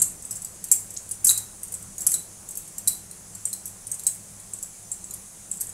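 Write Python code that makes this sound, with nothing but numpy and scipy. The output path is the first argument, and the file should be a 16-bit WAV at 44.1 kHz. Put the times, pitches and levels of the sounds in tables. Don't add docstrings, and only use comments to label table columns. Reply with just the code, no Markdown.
import sys
import numpy as np
from scipy import signal
from scipy.fft import rfft, irfft, next_fast_len
from scipy.io import wavfile
from scipy.ndimage import uniform_filter1d

SR = 44100
rng = np.random.default_rng(int(sys.argv[2]) if len(sys.argv) > 2 else 0)


def amplitude_ratio(level_db):
    exponent = np.asarray(level_db, float) / 20
    return 10 ** exponent


def to_wav(sig):
    pcm = np.clip(np.atleast_2d(sig), -1, 1) * 32767
    pcm = np.round(pcm).astype(np.int16)
    wavfile.write(sys.argv[1], SR, pcm.T)


N = 252714

# (frequency [Hz], level [dB])
GLASS_MODES = [(2590, -53), (4400, -25.5), (5110, -28.5), (6850, -7.5), (7780, 1), (9540, -4),
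               (11500, -5.5), (13300, -15.5), (15600, -17), (16100, -37), (16500, -47)]


def evened(x):
    return x / np.sqrt(np.mean(x ** 2) + 1e-20)


def read(points, hz):
    f, value = np.transpose(points)
    return np.interp(np.log(hz + 1), np.log(f + 1), value)


def add(mix, s, sound):
    part = mix[round(s * SR):][:len(sound)]
    part += sound[:len(part)]


def ring(hz, db, t60, phase, seconds=.15, rise=.0006):
    t = np.arange(int(seconds * SR))[:, None] / SR
    modes = amplitude_ratio(db - 60 * t / t60) * np.sin(2 * np.pi * (hz * t + phase))
    onset = 1 - np.exp(-(t[:, 0] / rise) ** 2)
    return modes.sum(1) * onset


def hiss():
    # (frequency [Hz], density [dB per Hz])
    spectrum = [(150, -45), (250, -14), (320, -1), (450, -3), (700, -4), (1400, -10), (3000, -15),
                (4200, -14.5), (5500, -9), (6300, -1.5), (8200, 0.5), (10200, -1.5), (12500, -14),
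                (14500, -20)]
    level_db, patch_db = -45, 1.1
    frames, hz = N // 128 + 5, np.fft.rfftfreq(512, 1 / SR)
    a, b, patches = rng.standard_normal((frames, 257, 3)).T
    patches = evened(uniform_filter1d(uniform_filter1d(patches, 8, 0), 20, 1))
    z = (a + 1j * b) * amplitude_ratio(read(spectrum, hz)[:, None] + patch_db * patches)
    noise = signal.istft(z, nperseg=512, noverlap=384)[1][:N]
    return amplitude_ratio(level_db) * evened(noise)


def hum():
    # (frequency [Hz], width [Hz], level [dB])
    lines = [(29.8, 18, -61.5), (63.4, 8.2, -63.5), (102.6, 10.8, -56), (151.5, 15, -65.5),
             (168.6, 24, -63), (196.3, 16, -60), (229, 13, -75.5), (249.2, 7.4, -69.5), (319.5, 7.2, -70.5)]
    size = next_fast_len(N)
    hz, noise = np.fft.rfftfreq(size, 1 / SR), rfft(rng.standard_normal(size))
    drone = np.zeros(N)
    for f, width, db in lines:
        resonance = 1 / (1 + (2 * (hz - f) / width) ** 2)
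        drone += amplitude_ratio(db) * evened(irfft(noise * resonance, size)[:N])
    return drone


def kneading_swell():
    # (time [s], level [dB])
    pressure = [(0.0, -46.5), (0.06, -48), (0.17, -51.5), (1.21, -53), (1.28, -48), (1.6, -55), (1.76, -51),
                (1.98, -53), (2.01, -47.5), (2.41, -53.5), (2.86, -51.5), (2.87, -48.5), (3.03, -53.5),
                (4.69, -53.5), (4.76, -56.5), (5.14, -51.5), (5.25, -56.5), (5.73, -51)]
    s, db = np.transpose(pressure)
    return amplitude_ratio(0.9 * (np.interp(np.arange(N) / SR, s, db) - db.mean()))


def knock(row, luck):
    s, peak_db, tone_hz, breadth_db = row
    pick, place, phase, when, force = luck
    glass_t60, crack_t60, crack_db = .03, .0045, 3
    hz = 4500 + 11500 * (np.arange(len(place)) + place) / len(place)
    above, below = np.clip((hz - 9000) / 2500, 0, 1), np.clip((7000 - hz) / 1500, 0, 1)
    db = 1.256 * read(GLASS_MODES, hz) - 8 * pick
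    db += 0.72 * breadth_db * above + (11.5 + 0.86 * breadth_db) * below
    sound = np.zeros(int(.15 * SR))
    for k in range(3):
        glass = ring(hz[k::3], db[k::3], 0.51 * glass_t60 * (.5 + when[k::3]), phase[k::3], .04)
        crack = ring(hz[k::3], db[k::3] + crack_db, crack_t60, force[k::3], .015, 0.0011)
        add(glass, 0, crack)
        main_hz = tone_hz * (1 + 0.039 * k * (pick[k:k + 1] - .5))
        glass += ring(main_hz, 1.5 - 3 * k, 0.63 * glass_t60, 0, .04)
        bounces = np.append(0, when[k:15:3] ** 1.5)
        pushes = np.append(.7, force[k:15:3] * (1 - 0.57 * when[k:15:3]))
        for after, push in zip(bounces, pushes):
            add(sound, .35 * glass_t60 * after + .0006 * k, push * glass)
    return max(s - .0009, 0), amplitude_ratio(peak_db) * sound / abs(sound).max()


def rustle(near):
    level = abs(uniform_filter1d(near ** 2, 1500, origin=400)) ** 0.3
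    band = signal.butter(2, [1200, 6500], "band", fs=SR, output="sos")
    return amplitude_ratio(-39.5) * level * evened(signal.sosfilt(band, rng.standard_normal(N)))


def shimmer(near):
    level_db, t60 = -15.5, 0.34
    keep = amplitude_ratio(-2 * 60 / (t60 * SR))
    level = np.sqrt(signal.lfilter([1 - keep], [1, -keep], near ** 2))
    bursts = rng.exponential(1, N // 64 + 1).repeat(64)[:N]
    grit = rng.standard_normal(N) * bursts
    glassy = irfft(rfft(grit) * amplitude_ratio(read(GLASS_MODES, np.fft.rfftfreq(N, 1 / SR))), N)
    return amplitude_ratio(level_db) * level * evened(glassy)


def kitchen(x):
    # (frequency [Hz], t60 [s])
    decay = [(2000, 0.56), (5280, 0.28), (13900, 0.27)]
    turn_s = 0.24
    out, turn = np.zeros(N), np.arange(N) / SR * 2 * np.pi / turn_s
    for k in range(3):
        taps = np.zeros(SR // 2)
        at = np.arange(120, len(taps) - 20, 20)
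        taps[at + rng.integers(0, 20, len(at))] = rng.choice([-1., 1.], len(at))
        hz, t, z = signal.stft(taps, SR, nperseg=128)
        fade = amplitude_ratio(-60 * t / read(decay, hz)[:, None])
        tail = signal.istft(z * fade, SR, nperseg=128)[1]
        share = np.sqrt((1 + np.cos(turn + k * 2 * np.pi / 3)) / 3)
        out += signal.fftconvolve(x * share, tail / np.linalg.norm(tail))[:N]
    return out


def rim(row, luck):
    # (pitch ratio [1], level [dB], share of t60 [1])
    metal = [(.975, -8, .5), (1, -2, 1), (1.014, -5.5, .8), (1.04, -2, .6), (1.08, -19, .7)]
    s, peak_db, hz, t60, upper_db = row
    upper_hz = 11220 * np.array([1, .993])
    ratio, db, share = np.transpose(metal)
    sound = ring(hz * ratio, db - 4 * luck[0, :len(db)], t60 * share, luck[1, :len(db)], rise=0.0018)
    sound += ring(upper_hz, upper_db, 0.5 * t60, luck[2, :2])
    return s - .0004, amplitude_ratio(peak_db + 4.0) * sound / abs(sound).max()


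def thump(hz, spread, t60, luck):
    sound = ring(hz * (1 + spread * (luck[0] - .5)), 0, t60, luck[1], .08, 1.1 / hz)
    return sound / abs(sound).max()


def lull_slips(mid, count=24):
    length, turn, quiet_rms = .045, .5, .008
    slips = []
    for when, where, wide in rng.random((count, 3)):
        start, low_hz = when * (N / SR - .1), 5500 * 2.3 ** where
        if mid[round(start * SR):][:round(length * SR)].std() < quiet_rms:
            slips.append((start, length, low_hz, low_hz + 1500 + 1500 * wide, turn))
    return slips


def scene():
    # (time [s], peak [dB], loudest glass tone [Hz], breadth [dB])
    strikes = [(.0004, -14.5, 7370, -12), (0.018, -3.5, 8440, -2), (0.3093, -17, 8000, 10),
               (0.447, -17, 7820, 4), (.641, -17.5, 8230, 11), (0.7156, 2, 7645, 0),
               (1.1119, -15, 9600, -1), (1.2444, -13, 9700, 6), (1.3764, -12, 8680, 6),
               (1.632, -19, 8700, 10), (1.7404, -17.5, 8030, -5), (1.9814, -18.5, 6820, 4),
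               (2.0665, -4.5, 11000, 4), (2.5084, -22, 8300, 2), (2.5725, -15.5, 11400, 4.5),
               (2.782, -17, 7470, 3.5), (2.8748, -6, 9010, 3), (3.4538, -11, 8210, -10),
               (3.53, -14, 7980, 3), (3.656, -20, 11470, 7), (3.869, -20, 9570, 3),
               (3.916, -15.5, 8260, -2), (3.9952, -21.5, 7480, 4), (4.0674, -3, 8170, 3),
               (4.5356, -17, 7920, -11), (4.6271, -17, 7780, -2), (4.9165, -16, 7450, -11),
               (5.1082, -22.5, 7170, 5), (5.5147, -15, 7930, -20), (5.608, -15, 8620, 11)]
    # (time [s], peak [dB], loudest glass tone [Hz], breadth [dB])
    rebounds = [(.0219, -8.5, 7650, -25), (0.04, -30, 8440, 3), (.325, -23.5, 7760, 3),
                (0.367, -24, 7500, -1), (0.7243, -5, 7750, -6), (1.2471, -5.5, 9950, 4.5),
                (1.257, -10, 7600, 7), (1.269, -4, 8400, 7), (1.279, -13, 11100, 10), (1.281, -8, 7800, 5),
                (1.2919, -5.5, 7750, 8), (1.2987, -2, 7300, 3), (1.3096, -7, 7700, 5),
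                (1.3162, -13.5, 8370, -9), (1.991, -29, 7650, 3), (2.0058, -21, 7700, 6),
                (2.018, -18.5, 7400, 3), (2.03, -30, 7600, 15), (2.071, -6.5, 8690, -1),
                (2.0827, -26, 11300, 7), (2.097, -25, 7900, 7), (2.108, -18, 11200, 6),
                (2.117, -10.5, 11060, 1), (2.13, -18, 8200, 3), (2.14, -7.5, 7980, -1),
                (2.1475, -17, 7770, -5), (2.8807, -7.5, 10920, 13), (3.673, -26.5, 8450, 2),
                (3.9422, -20.5, 8100, -8), (5.6127, -12.5, 11230, 2)]
    # (time [s], peak [dB], loudest glass tone [Hz], breadth [dB])
    ticks = [(.2239, -25.5, 7900, -5), (0.251, -23, 7980, -3), (.356, -22.5, 7830, -4),
             (.3794, -43, 8140, 4), (0.419, -23, 7950, 0), (0.6853, -26, 8700, 6), (.905, -23.5, 7800, 3),
             (.9397, -27, 8100, 8), (1.0301, -32.5, 8300, 5), (1.0912, -22, 9870, -2),
             (1.6494, -30, 9300, -5), (1.679, -28, 8100, 2), (1.722, -22, 9100, 2), (1.8257, -27, 8480, 2),
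             (2.4885, -22.5, 7560, 2), (2.554, -23.5, 8560, 7), (2.6763, -30, 8300, 2),
             (3.112, -24, 9220, 0), (3.3505, -23.5, 7460, 7), (3.4846, -29, 8000, -1),
             (4.036, -25.5, 8340, 7), (4.398, -30.5, 9500, -6), (4.587, -29, 8100, -14),
             (4.6594, -37, 8600, -4), (5.042, -23, 7940, -19), (5.138, -22.5, 9330, 5),
             (5.571, -27, 7650, -12), (5.602, -25, 11200, -2), (5.669, -24.5, 7930, -8),
             (5.6925, -24.5, 7900, -7)]
    # (time [s], peak [dB], pitch [Hz], t60 [s], upper partial [dB])
    rims = [(0.018, -37, 4130, 0.034, 0), (0.6864, -55, 3980, 0.06, -8), (1.281, -29, 3980, 0.042, 13),
            (1.2913, -12.5, 3910, 0.032, -3), (1.3254, -43, 4050, 0.06, -1), (1.374, -41, 4130, 0.11, -2),
            (2.142, -29.5, 3980, 0.027, -9.5), (2.8749, -22.5, 3960, 0.033, -4.5),
            (3.11, -50, 4090, 0.054, -7), (3.5295, -35, 4090, 0.02, -9), (4.065, -40, 4040, 0.064, -14),
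            (5.109, -46, 4030, 0.043, -10)]
    # (time [s], peak [dB], frequency [Hz], spread [1], t60 [s])
    thumps = [(.716, -39, 2230, 0.22, 0.037), (0.966, -24.5, 5800, .7, 0.0046),
              (0.9696, -22.5, 6170, 0.55, 0.0079), (0.9739, -14.5, 7650, 0.32, 0.0067),
              (1.247, -40, 2170, 0.7, 0.069), (1.269, -41, 2010, 1.26, 0.042),
              (1.292, -38, 1218, 0.36, 0.077), (1.292, -34, 2540, 0.9, 0.016),
              (1.309, -29.5, 1960, 1.04, 0.018), (2.066, -35.5, 2670, 1.04, 0.034),
              (2.084, -44, 2490, 0.98, 0.027), (2.119, -42, 2220, 0.59, 0.055),
              (2.142, -43, 1420, 0.49, 0.075), (2.877, -47.5, 2180, 0.1, 0.042),
              (3.996, -41.5, 4170, 0.13, 0.0093), (4.4, -49, 4130, .2, 0.011)]
    near = np.zeros(N)
    luck = rng.random((120, 5, 48))
    for row, chance in zip(sorted(strikes + rebounds + ticks), luck):
        add(near, *knock(row, chance))
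    for row, chance in zip(rims, luck):
        add(near, *rim(row, chance))
    for (s, db, hz, spread, t60), chance in zip(thumps, luck):
        add(near, s - .0003, amplitude_ratio(db) * thump(hz, spread, t60, chance[:, :14]))
    near = near + rustle(near) + shimmer(near)
    air = hiss()
    low_air = signal.lfilter(*signal.butter(1, 1200, fs=SR), air)
    rumble = kneading_swell() * (low_air + hum())
    mono = near + amplitude_ratio(-6.0) * kitchen(near) + air - low_air + rumble
    return np.array([mono, mono])


def low_pass(x):
    return signal.sosfilt(signal.butter(12, 16820, fs=SR, output="sos"), x)


def record(dry):
    # (start [s], length [s], low edge [Hz], high edge [Hz])
    slips = [
        (.716, .08, 9750, 10450),
        (.716, .04, 13000, 14200),
        (.76, .04, 10500, 12000),
        (1.25, .035, 10300, 11200),
        (1.25, .05, 13000, 13500),
    ]
    lowpass = signal.firwin(511, 15750, window=("kaiser", 9), fs=SR)
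    mid = np.clip(signal.oaconvolve(dry[0], lowpass, "same"), -1, 1)
    side = np.zeros(N)
    for start, length, low_hz, high_hz, turn in [(*row, 1) for row in slips] + lull_slips(mid):
        part = mid[round(start * SR):round((start + length) * SR)]
        bandpass = signal.butter(8, [low_hz, high_hz], "band", fs=SR, output="sos")
        band = signal.sosfiltfilt(bandpass, part)
        angle = turn * np.pi / 2 * signal.windows.tukey(len(part), .4)
        add(mid, start, (np.cos(angle) - 1) * band)
        add(side, start, np.sin(angle) * np.roll(band, 60))
    mix = np.clip([mid + side, mid - side], -1, 1)
    return low_pass(mix)


dry = scene()
out = record(dry)
to_wav(out)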